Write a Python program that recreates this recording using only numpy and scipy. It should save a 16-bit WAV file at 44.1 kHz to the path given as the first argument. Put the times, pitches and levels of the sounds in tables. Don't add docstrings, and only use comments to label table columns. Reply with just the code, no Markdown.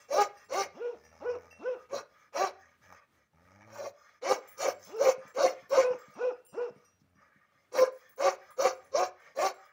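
import sys
import numpy as np
from scipy import signal
from scipy.fft import rfft, irfft
from scipy.io import wavfile
from scipy.ndimage import uniform_filter1d

SR = 44100
rng = np.random.default_rng(int(sys.argv[2]) if len(sys.argv) > 2 else 0)


def put_to_file(sound):
    columns = np.atleast_2d(sound).T
    safe = np.clip(columns, -1, 1)
    whole_steps = np.round(safe * 32767)
    wavfile.write(sys.argv[1], SR, whole_steps.astype(np.int16))


def amplitude_ratio(level_db):
    exponent = np.asarray(level_db, float) / 20
    return 10 ** exponent


N = 428651
TIME = np.arange(N) / SR


def rms_one(x):
    return x / np.sqrt(np.mean(x ** 2) + 1e-20)


def noise():
    return rng.standard_normal(N)


def drift(rate_hz):
    r = np.exp(-2 * np.pi * rate_hz / SR)
    return rms_one(signal.lfilter([1], [1, -2 * r, r * r], noise()))


def filtered(x, order, hz, kind):
    return signal.sosfilt(signal.butter(order, hz, kind, fs=SR, output="sos"), x)


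def band_one(x, low_hz, high_hz):
    return x / np.std(filtered(x, 4, [low_hz, high_hz], "band"))


def turns(hz):
    return 2 * np.pi * np.cumsum(hz) / SR


def played(calls, extras=None):
    rows = []
    for k, call in enumerate(calls):
        extra = list(extras[k]) if extras else []
        rows += [list(row) + extra for row in call]
    s, *columns = np.transpose(rows)
    gate = 0
    for call in calls:
        inside_s = np.minimum(TIME - call[0][0], call[-1][0] - TIME)
        gate = gate + np.clip(inside_s / .012 + .5, 0, 1)
    return [np.interp(TIME, s, c) for c in columns] + [gate]


def resonate(x, hz, width_hz):
    r = np.exp(-np.pi * width_hz / SR)
    return signal.lfilter([(1 - r * r) / 2, 0, (r * r - 1) / 2], [1, -2 * r * np.cos(2 * np.pi * hz / SR), r * r], x)


def tract(x, modes, patchy_db):
    out = 0
    for k, (hz, width_hz, db) in enumerate(modes):
        flicker = amplitude_ratio(db + patchy_db * drift(13.4))
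        out = out + (-1) ** k * flicker * resonate(resonate(x, hz, width_hz), hz, width_hz)
    return out


def swell(hz, centre_hz, width_hz, lift):
    return lift / (1 + ((hz - centre_hz) / width_hz) ** 2)


def struck(times, levels_db, modes, spread_db):
    out = np.zeros(N)
    luck = rng.standard_normal((len(times), len(modes)))
    for k, (hz, db, t60_s) in enumerate(modes):
        clicks = np.full(N, 1e-18)
        clicks[(times * SR).astype(int)] = amplitude_ratio(levels_db + db + spread_db * luck[:, k])
        r, w = amplitude_ratio(-60 / (t60_s * SR)), 2 * np.pi * hz / SR
        out += signal.lfilter([0, np.sin(w)], [1, -2 * r * np.cos(w), r * r], clicks)
    return out


# lag in seconds, share of the direct sound.
BOUNCES = [(.0013, .55), (.0029, -.5), (.0047, .3)]


def bounced(x):
    here = np.arange(N)
    out = x
    for lag_s, share in BOUNCES:
        lag = SR * lag_s * (1 + .03 * drift(2))
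        out = out + share * np.interp(here - lag, here, x)
    return out


# frequency in Hz, level in dB.
AIR = [(24, -45), (60, -5), (200, -8), (585, -17), (942, -18), (1240, -14.5), (3140, -24.5), (12500, -35.5),
       (15300, -30)]


def air():
    hz = np.maximum(np.arange(N // 2 + 1) * SR / N, 1)
    points = np.array(AIR)
    colour = amplitude_ratio(np.interp(np.log(hz), np.log(points[:, 0]), points[:, 1]))
    return amplitude_ratio(-77 + 2.5 * drift(3)) * rms_one(irfft(rfft(noise()) * colour, N))


# start in seconds, end in seconds, mouth rush
# in dB, hiss at the teeth in dB.
BREATHS = [(-0.1, 0.086, -59.5, -67.5), (0.326, 0.482, -60, -69.5), (0.67, 0.853, -65, -74.5),
           (0.915, 1.29, -66, -71.5), (1.336, 1.616, -65.5, -74.5), (1.752, 1.882, -65.5, -77),
           (2.08, 2.302, -63.5, -75.5), (2.499, 2.776, -63, -75.5), (2.813, 2.906, -60.5, -69.5),
           (2.886, 3.004, -53.5, -68.5), (2.985, 3.062, -64, -84), (3.086, 3.296, -73.5, -84.5),
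           (3.348, 3.775, -65, -81), (3.568, 3.801, -94, -94), (3.925, 4.203, -63, -72),
           (4.408, 4.577, -57.5, -69), (4.782, 4.961, -63, -58), (5.185, 5.334, -56.5, -70),
           (5.48, 5.691, -57, -72), (5.879, 6.2, -58.5, -70.5), (6.329, 6.415, -72.5, -83),
           (6.691, 6.942, -71, -82.5), (6.78, 6.795, -90, -84), (6.993, 7.027, -89, -77),
           (7.137, 7.298, -71.5, -86), (7.158, 7.545, -68.5, -91), (7.5, 7.696, -70, -84.5),
           (7.902, 8.153, -62.5, -74), (8.38, 8.554, -59.5, -71), (8.75, 8.916, -61, -73.5),
           (9.145, 9.349, -57, -73.5), (9.557, 9.731, -61.5, -74.5)]
# frequency in Hz, width in Hz, level in dB.
PANT_LOW = [(550, 194, -0.5), (1196, 244, 7.5), (1796, 347, 4), (2020, 1200, -8.5), (2475, 440, -10)]
# frequency in Hz, width in Hz, level in dB.
PANT_HIGH = [(3900, 1200, -19.5), (5110, 460, -3.5), (6200, 930, -5.5), (10540, 4000, -38),
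             (15130, 2500, -18.5)]
# frequency in Hz, width in Hz, level in dB.
TEETH = [(3370, 270, 0.5), (4190, 220, -5)]


def panting(slaps, depth):
    lean = 1.08
    low, high = np.zeros(N), np.zeros(N)
    for start, end, low_db, high_db in BREATHS:
        span = (TIME > start) & (TIME < end)
        arch = np.sin(np.pi * ((TIME[span] - start) / (end - start)) ** lean) ** 0.68
        low[span] += amplitude_ratio(low_db) * arch
        high[span] += amplitude_ratio(high_db) * arch
    rush = band_one(bounced(tract(noise() * slaps, PANT_LOW, 3)), 1000, 2600)
    hiss = band_one(bounced(tract(noise() * slaps, PANT_HIGH, 3)), 4500, 7000)
    whistle = (1 - depth) ** 2 * tract(rms_one(hiss) + 3 * noise(), TEETH, 4)
    return low * rush + high * (hiss + whistle)


# time in seconds, then top, middle and low modes in dB.
TAGS = [(0.002, -72, -78, -66), (0.4444, -68, -74, -67), (4.337, -52, -68, -62), (4.4764, -56, -68, -59),
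        (4.485, -47, -59, -62), (4.5161, -52, -63, -62), (4.5805, -54, -57, -59), (4.745, -72, -76, -64),
        (4.793, -74, -74, -70), (4.8459, -52, -64, -60), (4.9641, -58, -68, -71), (5.2779, -61, -68, -64),
        (5.49, -72, -74, -70), (5.695, -50, -65, -59), (5.9883, -59, -82, -61), (6.104, -64, -80, -91),
        (6.4502, -60, -68, -75), (6.465, -52, -62, -58), (7.7288, -60, -64, -59), (7.9219, -64, -71, -73),
        (7.9474, -67, -70, -70), (7.9778, -58, -71, -82), (8.094, -52, -69, -77), (8.1618, -55, -66, -71),
        (8.5061, -58, -61, -66), (8.586, -56, -68, -66), (8.75, -68, -70, -66), (8.8463, -68, -68, -72),
        (9.2, -74, -76, -76), (9.3636, -56, -65, -64), (9.5417, -67, -73, -63), (9.652, -66, -76, -78)]
# frequency in Hz, level in dB, t60 in seconds.
TAG_MODES = [
    [(15650, -2, .17), (14590, -7, .15), (14480, -13, .2)],
    [(10420, -3, .2), (10200, -8, .2), (9135, -5, .22)],
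    [(7472, -3, .5), (7512, -6, .35)],
]
# time in seconds, then low, middle, top and long ring in dB.
LINKS = [(0.004, -64, -72, -69, -74), (0.3684, -72.5, -63, -69, -69), (1.042, -76, -74, -73.5, -63.5),
         (1.509, -57, -63, -66, -62), (5.185, -73, -79, -78, -79), (6.1365, -76.5, -74, -72, -66),
         (6.33, -73, -73, -87, -89), (6.487, -71.5, -64, -60.5, -69), (6.53, -61, -95, -100, -86),
         (6.759, -83, -84, -84.5, -80), (6.846, -78.5, -80.5, -75, -61.5), (7.15, -89, -81, -88, -77)]
# frequency in Hz, level in dB, t60 in seconds.
LINK_MODES = [
    [(2705, 0, .8)],
    [(5030, -2, .2), (4930, -5, .15)],
    [(8730, -1, .25), (12800, -7, .12)],
    [(5740, -1, .4), (5900, -9, .25)],
]
# time in seconds, level in dB, frequency in Hz, t60 in seconds.
PINGS = [
    (5.49, -64, 9140, 0.11),
    (5.68, -77, 13400, 0.085),
    (5.682, -77, 12850, .1),
    (5.865, -64, 9030, 0.14),
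    (6.119, -82, 9050, .12),
    (6.14, -76, 13900, .1),
    (6.45, -59, 9090, .12),
    (6.468, -72, 2910, 0.54),
    (6.758, -80, 9100, 0.17),
    (7.095, -85, 9010, 0.1),
]


def metal():
    s, *groups_db = np.transpose(TAGS)
    tags = sum(struck(s, db - 2, modes, spread_db=2) for db, modes in zip(groups_db, TAG_MODES))
    tick_modes = [(5500, -4, .004), (9500, 0, .004), (12800, 2, .004)]
    tick = struck(s, groups_db[1] - 7, tick_modes, spread_db=2)
    s, *groups_db = np.transpose(LINKS)
    links = 0
    for db, modes in zip(groups_db, LINK_MODES):
        for mode in modes:
            ring = struck(s, db, [mode], spread_db=2)
            links = links + amplitude_ratio(2.9 * drift(25)) * resonate(ring, mode[0], 160)
    pings = sum(struck(np.array([s]), db, [(hz, 0, t60_s)], spread_db=0) for s, db, hz, t60_s in PINGS)
    return tags + tick + links + pings


PITCH_SAG = [.48, .28, .005, .01, .08, .46]
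THROAT_GLIDE = [.93, .97, 1.05, 1.12]


def bark_shape(start, length, top_hz, arch, effort_db, burst_db, folds_db, throat_db, climax, hold, sink_db,
               folds_catch_db, throat_catch_db, burst, catch, climb):
    lead, surge, shut = 0.0536, 0.06224, 0.056
    fall_after = .11
    climax = np.clip(climax, catch + surge + .01, .7)
    hold = np.clip(hold, climax + .03, .95 - fall_after)
    fall = hold + fall_after
    main = [0, burst, catch, climax, hold, fall, 1]
    at = np.array([0, burst - lead, burst, catch, catch + surge, climax, hold, hold + shut, fall, 1])
    opening, closing = effort_db - 25.5, effort_db - 23
    folds = [opening, burst_db - 14, effort_db + folds_catch_db, folds_db, folds_db + 1.5, effort_db - 8.5, closing]
    held = throat_db + sink_db
    dropped = held - 10
    throat = [opening, burst_db - 5, burst_db, effort_db + throat_catch_db, throat_db - 3.5, throat_db, held,
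              dropped, min(dropped, throat_db - 18), closing]
    rasp = effort_db + np.array([-25.5, -4.5, -0.5, 0, 0, -4.5, -25])
    sag = arch * np.interp(at, main, PITCH_SAG[:2] + [climb] + PITCH_SAG[2:])
    unsettled = .35 * sag
    glide = 1 + arch * (np.array(THROAT_GLIDE + [1] * 6) - 1)
    loose = 1 - arch * (1 - .3) * (at <= burst)
    return np.transpose([start + length * at, top_hz * (1 - sag), np.interp(at, main, folds), throat,
                         np.interp(at, main, rasp), unsettled, glide, loose])


# level in dB, share of the mouth opening from 0 to 1.
PARTIALS = [(-3.5, 0.6), (5, 0.17), (-1, 0.5), (-15.5, 0.8), (-40, 0.73), (-31.5, 0.98), (-19.5, 0.4)]


def fold_buzz(hz, phase, rough, throat_hz, mouth_db):
    folds = 0
    for k, (db, share) in enumerate(PARTIALS):
        partial_hz = (k + 1) * hz
        throat_gain = (1 + swell(partial_hz, throat_hz, 46, lift=2.1)) * np.minimum(partial_hz / 380, 1) ** 2
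        folds = folds + amplitude_ratio(db + share * mouth_db) * throat_gain * np.cos((k + 1) * phase)
    shimmer = 1 + 1.74 * rough * drift(120)
    return shimmer * folds


def throat_tone(throat_hz, throat_rough, octave_db):
    swing = turns(throat_hz * (1 + 0.0126 * drift(27.7)))
    wobble = (drift(69) * np.cos(swing) + drift(82) * np.sin(swing)) / np.sqrt(2)
    octave = amplitude_ratio(octave_db + 3.0 * drift(60)) * np.cos(2 * swing)
    clear = np.cos(swing) + octave
    return np.sqrt(1 - throat_rough) * clear + np.sqrt(throat_rough) * wobble


# frequency in Hz, width in Hz, level in dB.
MOUTH = [(700, 53, 11), (1125, 379, 15), (1607, 500, -3), (1900, 990, 4.5), (2800, 250, -6.5),
         (4170, 930, 0.5), (5695, 870, 3), (6530, 1100, -3), (7084, 830, -7.5), (9100, 1700, -16),
         (11170, 1500, -23), (15200, 2500, -13.5)]


def bark_rasp(phase, rough, low_db, top_db):
    puffs = noise() * (1 + .5 * np.cos(phase)) * amplitude_ratio(drift(40))
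    snaps = np.diff(np.floor(phase / (2 * np.pi)), prepend=0) * (1 - rough)
    puffs = puffs + 5.0 * filtered(snaps, 2 * 2, 1700, "high")
    rasp = band_one(bounced(tract(puffs, MOUTH, 3)), 1800, 8000)
    low = signal.sosfiltfilt(signal.butter(2, 1700, fs=SR, output="sos"), rasp)
    top = signal.sosfiltfilt(signal.butter(2, 7600, "high", fs=SR, output="sos"), rasp)
    return rasp + (amplitude_ratio(low_db) - 1) * low + (amplitude_ratio(top_db + 2.0 * drift(33)) - 1) * top


# start in seconds, length in seconds, top pitch in Hz, pitch arch from 0 to 1,
# effort as rasp level in dB.
BARKS = [(0.085, 0.2, 413.8, 0.95, -37.5), (0.489, 0.19, 399, 1, -38), (1.89, 0.15, 250.2, 0.92, -46.5),
         (2.328, 0.19, 391.1, 0.93, -39), (3.66, 0.26, 281.1, 0.06, -55), (4.217, 0.18, 403.1, 1, -37.5),
         (4.571, 0.17, 383.1, 0.99, -37.5), (4.981, 0.17, 394.5, 0.98, -37), (5.342, 0.2, 366.4, 1, -38.5),
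         (5.693, 0.18, 350.5, 0.92, -37), (7.717, .18, 351, 0.95, -42), (8.173, 0.19, 387.1, 0.99, -40.5),
         (8.569, .18, 385.3, 0.96, -36.5), (8.918, 0.18, 372.9, 1, -40), (9.351, 0.18, 389.8, 0.94, -39.5)]
# first burst in dB, folds at the climax in dB, throat tone at the climax in dB.
STRESS = [(-30, -27.5, -29), (-32, -35.5, -39.5), (-35, -71, -33.5), (-32, -33, -32), (-56, -57, -43.5),
          (-33, -31, -25.5), (-39, -37.5, -29), (-24, -35, -21), (-25, -31.5, -20), (-26.5, -56, -18),
          (-32.5, -50.5, -20.5), (-27.5, -30.5, -25), (-25, -28, -18.5), (-25, -31.5, -33.5),
          (-28, -28.5, -33)]
# climax and hold end as shares of length, throat sink through the hold in dB.
PACE = [(0.52, .68, -8), (0.475, 0.68, 0.5), (0.45, .66, -18.5), (0.5, .66, -6.5), (0.49, 0.8, 6),
        (0.52, 0.6, -2.5), (0.5, .68, 2), (0.55, 0.67, 2), (.54, 0.62, 0), (0.55, .68, -7), (.55, .67, 3.5),
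        (0.5, .6, -3.5), (0.52, .58, -8.5), (0.507, 0.659, -2.5), (0.49, 0.67, -10)]
# folds in dB, throat tone in dB.
CATCHES = [(-4.5, 9), (-1.5, 1), (-5, 12.5), (4.5, -9), (-13, 5), (0, -7), (1.5, 0), (1, 0.5), (2, 4.5),
           (4.5, -2), (5.5, 4), (-0.5, 4), (1, -6), (7.5, -7), (3, 7)]
LAUNCH = [(.23, .36, .12), (.23, .32, .14), (.3, .39, .1), (.21, .4, .06), (.32, .43, 0.11), (.17, .4, .06),
          (.2, .36, .08), (.21, .34, .04), (.21, .42, .01), (0.19, 0.4, .04), (.2, .33, .08),
          (.19, .31, .1), (.2, .4, .06), (.22, .33, .11), (.22, .37, .12)]
# throat tone in Hz, mouth opening on the upper partials in dB.
SHAPES = [(562.6, 4), (535, 7), (542.6, -5), (579.3, 7), (575, -36), (513.3, 7.5), (539.8, -18),
          (525, -2.5), (530, -1), (522.3, -12), (518.8, -2), (541, 5), (520, -2), (560, -4.5), (557, -1.5)]
ROUGH = [(.9, .1), (.9, .12), (.6, .5), (.85, .1), (.55, 1), (.15, .2), (.7, .4), (.12, .2), (.2, .25),
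         (.1, .3), (.08, .45), (.15, .12), (.15, .2), (.8, .15), (.9, .15)]
# below the second resonance in dB, above the teeth in dB.
RASP_TILT = [(-5.5, 0.5), (-3.5, 0), (5.5, -3), (1, -3), (3.5, 4.5), (-3, -2), (-3.5, 3), (-3, 2.5),
             (2.5, 0.5), (-2.5, -5), (5, 0.5), (7, 2), (-3.5, -0.5), (-0.5, -3), (0.5, 0)]
THROAT_OCTAVE_DB = [-17.5, -10.5, -12, -20, -20, -17, -16, -22, -25, -15, -17.5, -15, -18.5, -10, -11]


def near_dog():
    barks = [bark_shape(*sum(rows, ())) for rows in zip(BARKS, STRESS, PACE, CATCHES, LAUNCH)]
    extras = [shape + rough + tilt + (octave_db,)
              for shape, rough, tilt, octave_db in zip(SHAPES, ROUGH, RASP_TILT, THROAT_OCTAVE_DB)]
    (hz, folds_db, throat_db, rasp_db, unsettled, glide, loose,
     throat_hz, mouth_db, throat_rough, rough, low_db, top_db, octave_db, gate) = played(barks, extras)
    rough = np.minimum(rough + unsettled, 1)
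    hz = uniform_filter1d(hz, size=500)
    phase = turns(hz * (1 + .05 * rough * drift(72.6)))
    folds = fold_buzz(hz, phase, rough, throat_hz, mouth_db)
    throat = throat_tone(throat_hz * glide, throat_rough * loose, octave_db)
    rasp = bark_rasp(phase, rough, low_db, top_db)
    voice = np.sqrt(2) * (amplitude_ratio(folds_db - 4.5) * folds + amplitude_ratio(throat_db + 1.0) * throat)
    voice = filtered(gate * voice + 1e-18, 2, 250, "high")
    chest = rms_one(filtered(noise(), 2, [70, 190], "band"))
    return voice + gate * amplitude_ratio(rasp_db) * (rasp + amplitude_ratio(-29) * chest)


def growl_shape(start, length, start_hz, top_hz, level_db):
    return [(start, start_hz, level_db - 9.5), (start + 0.62 * length, top_hz, level_db),
            (start + length, top_hz * (1 - 0.079), level_db - 9)]


# start in seconds, length in seconds, start pitch in Hz, top pitch in Hz, level in dB.
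GROWLS = [
    (0.458, .3, 98, 90.4, -71.5),
    (0.93, 0.69, 74, 88.2, -66.5),
    (1.902, 0.11, 104.5, 120.3, -66.5),
    (2.352, 0.48, 92.47, 85, -77),
    (2.835, .13, 94.9, 90.9, -69),
    (3.163, 0.12, 72.24, 70.4, -83.5),
    (3.333, 0.59, 78.23, 111.3, -65),
    (4.454, .5, 102.2, 98.3, -74),
    (6.837, 0.45, 94.2, 88.9, -77.5),
    (8.72, 0.46, 87.8, 93.04, -75),
]
GROWL_DB = [2.5, -1.5, -4.5, -18.5, -11.5, -17, -14.5]
GROWL_OCTAVE_DB = [2.5, -5, 10, -8, 2, 0, 1, 0.5, -3, -3.5]
GROWL_RATTLE_DB = [-6, 5.5, -11, -14, 7, -15.5, 2.5, -14, -3.5, -1]
# frequency in Hz, width in Hz, level in dB.
RATTLE = [(580, 150, 2.5), (840, 170, 0.5), (1250, 220, -3), (1760, 250, -7), (2260, 220, -3.5),
          (5700, 800, -17)]


def growl():
    growls = [growl_shape(*row) for row in GROWLS]
    hz, level_db, octave_db, rattle_db, gate = played(growls, list(zip(GROWL_OCTAVE_DB, GROWL_RATTLE_DB)))
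    phase = turns(hz * (1 + 0.011 * drift(23)))
    hum = 0
    for k, db in enumerate(GROWL_DB):
        partial_db = db + (k == 1) * octave_db + 2 * drift(28)
        hum = hum - amplitude_ratio(partial_db) * np.cos((k + 1) * phase)
    cycle = phase / (2 * np.pi) % 1
    puff = np.exp(-5 * cycle) * amplitude_ratio(2.5 * drift(50))
    rattle = rms_one(tract(noise() * puff, RATTLE, 2))
    voice = gate * amplitude_ratio(level_db) * (np.sqrt(2) * hum + amplitude_ratio(rattle_db) * rattle)
    depth = gate * np.clip((level_db + 84) / 16, 0, .8)
    slaps = 1 - depth + 3 * depth * puff
    return voice, slaps, depth


# share of top pitch, level in dB, overtones in dB, third partial in dB.
ANSWER_ARCH = [
    (0.34, -20.5, -25, -12),
    (.72, -17, -1.5, -10),
    (.97, -2.5, -2.5, 11.5),
    (1.01, 1, 3.5, -7),
    (1.0, -2, -6, -14),
    (0.92, -13, -1.5, -3.5),
    (0.4, -31.5, -16, -10),
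]


def answer_shape(start, length, top_hz, level_db, crest, crest_end, over_db, third_db, rasp_db):
    fall = crest_end + 0.41 * (1 - crest_end)
    moments = [0, 0.64 * crest, crest, (crest + crest_end) / 2, crest_end, fall, 1]
    return [(start + length * at, top_hz * share, level_db + db, level_db + over_db + o_db, third_db + t_db,
             rasp_db + 0.3 * db, abs(1 - share))
            for at, (share, db, o_db, t_db) in zip(moments, ANSWER_ARCH)]


# start in seconds, length in seconds, top pitch in Hz, level in dB.
ANSWERS = [
    (0.743, 0.23, 484.3, -33.5),
    (1.202, 0.18, 485.7, -31),
    (1.59, .19, 500, -30.5),
    (4.867, .22, 454.3, -36.5),
    (5.771, .19, 502, -29.5),
    (6.156, 0.18, 500, -29.5),
    (6.525, 0.18, 488, -31.5),
]
# crest begin and end as shares of length, overtones in dB, third partial in dB,
# rasp in dB.
ANSWER_COLOUR = [(0.33, 0.65, -21.5, 2, -55), (.32, .7, -19, -1.5, -51.5), (.36, .68, -20, -3, -53),
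                 (.36, 0.93, -22, -9.5, -53), (0.28, .76, -17, -2.5, -47.5), (.32, .74, -19.5, 0.5, -47),
                 (.32, .66, -20.5, -3, -52)]
# frequency in Hz, width in Hz, level in dB.
ANSWER_MOUTH = [(540, 100, 9), (890, 160, -1.5), (1290, 120, -7), (2000, 150, -23), (2480, 110, -13.5),
                (2740, 120, -17)]
# frequency in Hz, width in Hz, level in dB.
ANSWER_RASP = [(500, 980, 0), (940, 1430, -7), (1520, 3000, -16.5), (2760, 320, -10.5), (5300, 1000, -14.5)]


def far_dog():
    answers = [answer_shape(*row, *colour) for row, colour in zip(ANSWERS, ANSWER_COLOUR)]
    hz, first_db, over_db, third_db, rasp_db, sag, gate = played(answers)
    hz = uniform_filter1d(hz, size=400)
    phase = turns(hz * (1 + 0.012 * drift(42) + .2 * sag * drift(70)))
    first = amplitude_ratio(first_db + 1.0 * drift(57)) * np.minimum(hz / 400, 1) * np.cos(phase)
    upper = swell(3 * hz, 1470, 40, lift=1.14) * amplitude_ratio(third_db + 2.6 * drift(25)) * np.cos(3 * phase)
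    for k in range(2, 7):
        mouth = sum(swell(k * hz, centre_hz, width_hz, amplitude_ratio(db)) for centre_hz, width_hz, db in ANSWER_MOUTH)
        upper = upper + mouth * amplitude_ratio(4 * drift(45)) * np.cos(k * phase)
    puffs = noise() * (1 + 0.62 * np.cos(phase))
    rasp = amplitude_ratio(rasp_db) * rms_one(tract(puffs, ANSWER_RASP, 3))
    rasp = filtered(rasp, 6, 6800, "low")
    return gate * (np.sqrt(2) * (first + amplitude_ratio(over_db) * upper) + rasp)


# time in seconds, level in dB.
THUMPS = [(3.25, -83.5), (5.063, -63), (5.177, -49), (5.25, -49), (5.624, -53), (5.659, -67), (5.904, -41),
          (5.944, -53), (6.08, -49), (6.704, -45), (6.76, -49), (7.015, -52), (7.041, -64), (7.156, -57),
          (7.181, -56), (7.358, -55), (7.555, -61)]


def thumps():
    s, db = np.transpose(THUMPS)
    blows = struck(s, db - 5, [(150, -4, .11), (200, -2, .12), (265, -4, .08)], spread_db=2)
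    return filtered(blows, 2, [110, 330], "band")


def yard(x):
    t60_s, tail_db, wall_s, wall_db = 0.35, -12.5, .075, -39.5
    t = TIME[:SR]
    tail = rng.standard_normal(SR) * amplitude_ratio(-60 * t / t60_s) * np.clip(t / 0.0074, 0, 1)
    tail = amplitude_ratio(tail_db) * tail / np.sqrt(np.sum(tail ** 2))
    tail[int(wall_s * SR)] += amplitude_ratio(wall_db)
    dull = filtered(x, 2, [280, 3500], "band")
    return signal.fftconvolve(dull, tail)[:N]


def scene():
    near, far = near_dog(), far_dog()
    hum, slaps, depth = growl()
    breath = panting(slaps, depth)
    small = hum + breath + metal() + thumps()
    echo = yard(near + amplitude_ratio(3.5) * far + amplitude_ratio(1.5) * breath)
    return (near + far + echo + small + air())[None]


def low_pass(x):
    return signal.sosfilt(signal.butter(12, 16990, fs=SR, output="sos"), x)


def record(dry):
    thin = filtered(dry, 4, 62, "high")
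    mix = signal.sosfilt(signal.cheby2(16, 50, 16080, fs=SR, output="sos"), thin)
    return low_pass(mix)


dry = scene()
out = record(dry)
put_to_file(out)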